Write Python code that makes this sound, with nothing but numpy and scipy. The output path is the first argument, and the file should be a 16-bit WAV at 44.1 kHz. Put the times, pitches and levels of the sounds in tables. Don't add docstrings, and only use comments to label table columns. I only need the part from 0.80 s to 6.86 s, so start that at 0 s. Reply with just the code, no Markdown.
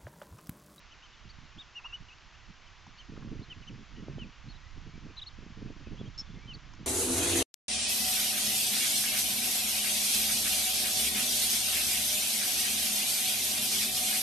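import sys
import numpy as np
from scipy import signal
from scipy.fft import rfft, irfft
from scipy.io import wavfile

SR = 44100
rng = np.random.default_rng(int(sys.argv[2]) if len(sys.argv) > 2 else 0)


def persist_wave(psi):
    counts = np.round(np.clip(psi, -1, 1) * 32767).astype(np.int16)
    wavfile.write(sys.argv[1], SR, np.atleast_2d(counts).T)


N = 267246
TIME_S = np.arange(N) / SR

# start_s, length_s, top_hz, level_db
FAINT_NOTES = [(1.065, .06, 2760, -54), (1.294, .038, 2620, -52), (2.678, .076, 1980, -62),
               (3.141, .073, 2940, -60), (3.14, .09, 1946, -62), (3.806, .092, 1990, -62),
               (4.099, .12, 2340, -63), (5.551, .071, 2144, -61), (5.6, .075, 2320, -60)]
# start_s, length_s, pitch_hz, level_db
TICKS_AND_CLICK = [(1.384, 0.0015, 4240, -52), (1.422, 0.0014, 2560, -56), (2.067, 0.0055, 5900, -57),
                   (5.936, 0.0025, 5700, -49), (5.949, .004, 5730, -55)]


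def syrinx(length_s, start_hz, top_hz, end_hz, waver, bend=1.8):
    u = np.linspace(0, 1, int(length_s * SR))
    rise, fall = np.abs([top_hz - start_hz, top_hz - end_hz]) ** (1 / bend)
    hz = top_hz - np.abs(u * (rise + fall) - rise) ** bend
    throat = (hz / top_hz) ** 2
    hz = hz * (1 + waver * drift(250, len(u)))
    return 2 * np.pi * np.cumsum(hz) / SR, np.sin(np.pi * u) * throat


def bird_note(start_s, length_s, start_hz, top_hz, end_hz, level_db,
              octave_db=-30, waver=.0042, flutter_db=1.0):
    phase, swell = syrinx(length_s, start_hz, top_hz, end_hz, waver)
    envelope = swell ** .82 * from_db(level_db + flutter_db * drift(160, len(phase)))
    tone = np.sin(phase) + from_db(octave_db) * swell * np.sin(2 * phase)
    return place(start_s, envelope * tone)


def sandpiper_call(start_s, length_s, top_hz, crest_share, level_db, dip=.105, octave_db=-22):
    flanks = (2 * np.array([crest_share, 1 - crest_share])) ** 1.8
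    start_hz, end_hz = top_hz * (1 - np.minimum(dip * flanks, .5))
    overtone_db = octave_db - 36 * np.log2(top_hz / 2990)
    return bird_note(start_s, length_s, start_hz, top_hz, end_hz, level_db, overtone_db)


def chirps():
    # start_s, length_s, top_hz, crest_share, level_db
    steep_notes = [(0.107, 0.036, 3075, 0.47, -53.5), (0.212, 0.065, 3130, 0.52, -54),
                   (.487, 0.033, 4680, 0.62, -52), (0.775, .057, 3780, .52, -44.5),
                   (1.86, .035, 3100, .4, -57.5), (2.173, 0.032, 4560, 0.53, -56),
                   (2.178, 0.055, 3160, 0.45, -51), (2.611, .046, 4290, 0.56, -57.5),
                   (2.869, 0.034, 3080, 0.4, -46.5), (3.672, 0.067, 4380, 0.49, -54),
                   (3.738, .046, 4020, .46, -57.5), (4.366, 0.043, 4080, .38, -41.5),
                   (4.411, 0.032, 3930, 0.45, -40), (4.458, 0.038, 4400, .48, -43),
                   (5.156, 0.08, 3450, 0.6, -54.5), (5.239, 0.051, 3260, 0.6, -56.5),
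                   (5.732, 0.032, 4580, 0.44, -45)]
    return sum(sandpiper_call(*row, dip=.26, octave_db=-10.5) for row in steep_notes)


def peeps():
    # start_s, length_s, top_hz, crest_share, level_db
    mellow_notes = [(.95, .051, 2875, 0.36, -39), (1.036, .044, 2860, .65, -39.5),
                    (1.121, .046, 2975, .63, -37.5), (1.28, .025, 2900, 0.504, -52),
                    (1.32, .022, 2840, .5, -54), (2.697, .044, 3130, .16, -41.5),
                    (2.818, .03, 3020, .25, -56), (3.385, .069, 3064, 0.15, -44.5),
                    (4.362, .016, 4330, .15, -52), (5.054, .039, 2610, .25, -56),
                    (5.674, .069, 3097, 0.21, -43.5)]
    return sum(sandpiper_call(*row) for row in mellow_notes)


def chip(start_s=5.376, level_db=-33, tremble_hz=128, depth=.95, rasp_db=-16):
    phase, swell = syrinx(length_s=.048, start_hz=5220, top_hz=5400, end_hz=5040, waver=.016)
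    t = TIME_S[:len(phase)]
    unsteady = 1 - t / t[-1]
    beats = tremble_hz * t + .061 * drift(87, len(t))
    stutter = 1 - depth * unsteady ** .9 * np.cos(np.pi * beats) ** 4
    rasp = unit_rms(butter(rng.standard_normal(len(t)), [3700, 7300], "band", order=4))
    fade = np.minimum(1, unsteady / .43)
    voice = np.sqrt(swell) * fade * np.sin(phase) + from_db(rasp_db) * np.sqrt(unsteady) * rasp
    return place(start_s, from_db(level_db) * stutter * voice)


def flock(notes_per_s=2.5, length_s=.029, low_hz=2490, high_hz=3610, level_db=-59.5):
    out = np.zeros(N)
    for when, pitch, crest_share in rng.random((int(notes_per_s * N / SR), 3)):
        top_hz = low_hz * (high_hz / low_hz) ** pitch
        out += sandpiper_call(when * N / SR, length_s, top_hz, crest_share, level_db)
    return out


def faint_note(start_s, length_s, top_hz, level_db, rise=.055, sag=.009):
    start_hz, end_hz = top_hz * (1 - rise), top_hz * (1 - sag)
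    return bird_note(start_s, length_s, start_hz, top_hz, end_hz, level_db, waver=.0022, flutter_db=3.0)


def peep_echo():
    return faint_note(*FAINT_NOTES[0])


def far_birds(pips_start_s=5.336, pip_step_s=.04, pip_count=6):
    whistles = sum(faint_note(*row) for row in FAINT_NOTES[1:])
    pip_times_s = pips_start_s + pip_step_s * np.arange(pip_count)
    return whistles + sum(faint_note(s, length_s=.027, top_hz=3520, level_db=-61) for s in pip_times_s)


def burst(start_s, length_s, pitch_hz, level_db, spread=.11):
    u = TIME_S[:int(length_s * SR)] / length_s
    noise = np.pad(rng.standard_normal(len(u)) * np.sqrt(u) * (1 - u), (0, SR // 100))
    noise = butter(noise, [pitch_hz / (1 + spread), pitch_hz * (1 + spread)], "band")
    return place(start_s, from_db(level_db) * noise / np.abs(noise).max())


def water():
    # start_s, length_s, pitch_hz, level_db
    plops = [(.993, 0.019, 1180, -49), (1.043, 0.024, 1140, -44.5), (1.125, 0.015, 1200, -48.5),
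             (2.065, 0.0062, 890, -48), (2.362, 0.013, 1160, -51), (2.421, 0.015, 1180, -51.5),
             (5.935, 0.0063, 925, -49.5)]
    return sum(burst(*row, spread=.24) for row in plops)


def ticks_and_click():
    return sum(burst(*row) for row in TICKS_AND_CLICK)


def bank_echo(x, echo_db=-24, t60_s=.2, delay_s=.008):
    t = TIME_S[:SR // 2]
    scatter = rng.standard_normal(len(t)) * from_db(-60 * t / t60_s) * (t > delay_s)
    return x + from_db(echo_db) * signal.fftconvolve(x, scatter / np.linalg.norm(scatter))[:N]


def gust_envelope(attack_s=.019, release_s=.035):
    # start_s, length_s, level_db
    gusts = [(0.447, 0.034, -49), (0.62, 0.031, -52.5), (0.762, 0.035, -48.5), (1.201, 0.034, -51.5),
             (1.689, 0.033, -51.5), (2.059, 0.051, -52.5), (2.288, 0.34, -44.5), (2.684, 0.066, -51.5),
             (2.764, 0.06, -45), (2.85, 0.036, -48.5), (2.895, 0.06, -42.5), (2.978, 0.055, -45.5),
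             (3.099, 0.06, -49.5), (3.17, 0.32, -45), (3.643, 0.078, -48.5), (3.747, 0.036, -51),
             (3.963, 0.064, -48.5), (4.03, 0.071, -49.5), (4.135, 0.053, -49.5), (4.216, 0.11, -46.5),
             (4.581, 0.146, -47), (4.77, 0.16, -44), (4.95, 0.036, -48), (4.988, 0.042, -48.5),
             (5.064, 0.23, -45.5), (5.364, 0.058, -52), (5.449, 0.069, -48.5), (5.533, 0.076, -46),
             (5.633, 0.078, -48.5), (5.72, 0.058, -46), (5.825, 0.044, -50.5), (5.873, 0.085, -51),
             (5.986, 0.062, -46)]
    out = np.zeros(N)
    for start_s, length_s, level_db in gusts:
        attack = np.clip(.5 + (TIME_S - start_s) / attack_s, 0, 1)
        release = np.clip(.5 + (start_s + length_s - TIME_S) / release_s, 0, 1)
        out = np.maximum(out, from_db(level_db) * attack * release)
    return out


def eddies(drive_db, calm_db=-55, db_per_octave=17, step_db=-1.92, spread_db=4.5):
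    corner_hz = 190 * 2 ** ((drive_db - calm_db) / db_per_octave)
    out = np.zeros(N)
    for step in range(6):
        hz = 115 * 1.45 ** step
        strengths = from_db(spread_db * np.minimum(rng.exponential(1, N), 3)) * rng.choice([-1, 1], N)
        kicks = strengths * (rng.random(N) < hz / SR)
        lumps = butter(kicks, [hz / 1.35, hz * 1.31], "band")
        lumps = unit_rms(butter(lumps, hz * 1.5, "low"))
        out += lumps * from_db(drive_db + step_db * step) / np.sqrt(1 + (hz / corner_hz) ** 7)
    return out


def buffets(width_cycles=.16, rebound=.48):
    # time_s, level_db, centre_hz
    big_eddies = [(.587, -41, 119), (2.093, -47, 198), (2.322, -37.5, 210), (2.378, -33.5, 240),
                  (2.595, -33.5, 161), (3.284, -30, 317), (3.383, -32.5, 292), (4.179, -36.5, 173),
                  (4.267, -38, 230), (4.589, -38, 180), (4.665, -36, 160), (4.828, -31, 180),
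                  (4.861, -33, 170), (4.904, -35.5, 280), (5.072, -35.5, 230), (5.214, -27.5, 212)]
    t = np.arange(-SR // 50, SR // 50) / SR
    out = np.zeros(N)
    for time_s, level_db, centre_hz in big_eddies:
        u = t * centre_hz / width_cycles
        pressure = np.exp(-u ** 2) - rebound * np.exp(-(u / 2 - 1) ** 2)
        out += place(time_s + t[0], from_db(level_db) * rng.choice([-1, 1]) * pressure)
    return out


def wind(eddy_db=-2.5, buffet_db=2.5, rumble_db=3.0, flutter_db=2.6, lull_db=-12, gust_rumble_db=-7):
    # time_s, level_db
    breeze_curve = [(0.0, -60), (0.32, -62.5), (0.47, -49.5), (0.96, -62.5), (1.23, -50.5), (1.32, -59.5),
                    (1.72, -52.5), (1.75, -59), (2.62, -48.5), (2.65, -53.5), (3.49, -50.5), (3.53, -59),
                    (3.73, -47.5), (3.88, -52), (3.98, -46), (4.44, -53), (4.66, -50.5), (6.06, -50)]
    breeze = from_db(np.interp(TIME_S, *np.transpose(breeze_curve)))
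    gust = gust_envelope()
    heave = butter(rng.standard_normal(N), 28, "low", order=1)
    rumble = unit_rms(butter(heave, [11, 110], "band")) * np.hypot(breeze, from_db(gust_rumble_db) * gust)
    drive_db = 20 * np.log10(np.hypot(gust, from_db(lull_db) * breeze))
    swirl = eddies(drive_db + flutter_db * drift(22))
    return from_db(eddy_db) * swirl + from_db(buffet_db) * buffets() + from_db(rumble_db) * rumble


def open_air(hiss_db=-58, rumble_db=-65):
    # frequency_hz, density_db
    hiss_spectrum = [(88, -53.5), (150, -12), (324, -10.5), (394, -12.5), (464, -15.5), (603, -12.5),
                     (1090, -6), (2380, -8.5), (2590, -8.5), (3100, -9), (3650, -12.5), (6260, -17),
                     (7500, -20), (9750, -62), (16500, -120)]
    hz, density_db = np.transpose(hiss_spectrum)
    bins_hz = np.maximum(np.arange(N // 2 + 1) * SR / N, 1)
    shape = from_db(np.interp(np.log(bins_hz), np.log(hz), density_db))
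    hiss = irfft(rfft(rng.standard_normal(N)) * shape, N)
    rumble = butter(rng.standard_normal(N), [20, 90], "band")
    return from_db(hiss_db) * unit_rms(hiss) + from_db(rumble_db) * unit_rms(rumble)


def from_db(db):
    return 10 ** (np.asarray(db) / 20)


def unit_rms(x):
    return x / np.sqrt(np.mean(x ** 2) + 1e-20)


def butter(x, hz, kind, order=2):
    return signal.sosfilt(signal.butter(order, hz, kind, fs=SR, output="sos"), x + 1e-18)


def drift(hz, size=N):
    return unit_rms(butter(rng.standard_normal(size + SR), hz, "low")[SR:])


def place(start_s, sound):
    track = np.zeros(N)
    at = int(start_s * SR)
    track[at:at + len(sound)] = sound[:N - at]
    return track


def scene(chirp_gain_db=1.0, peep_gain_db=.5, burst_gain_db=3.5):
    weather = open_air() + wind()
    calls = from_db(chirp_gain_db) * chirps() + from_db(peep_gain_db) * peeps() + chip()
    bursts = from_db(burst_gain_db) * (water() + ticks_and_click())
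    faint_calls = peep_echo() + far_birds() + flock()
    sound = bank_echo(calls + faint_calls + bursts) + weather
    return np.array([sound, sound])


def record(dry, left_cut_hz=165, left_bass_gain=.13, self_noise_db=-66, rolloff_hz=6750, cutoff_hz=7900):
    left = dry[0] - (1 - left_bass_gain) * butter(dry[0], left_cut_hz, "low", order=1)
    ports = np.array([left, dry[1]]) + from_db(self_noise_db) * rng.standard_normal((2, N))
    ports = butter(ports, rolloff_hz, "low", order=8)
    return signal.sosfilt(signal.ellip(12, .1, 80, cutoff_hz, fs=SR, output="sos"), ports)


dry = scene()
out = record(dry)
persist_wave(out)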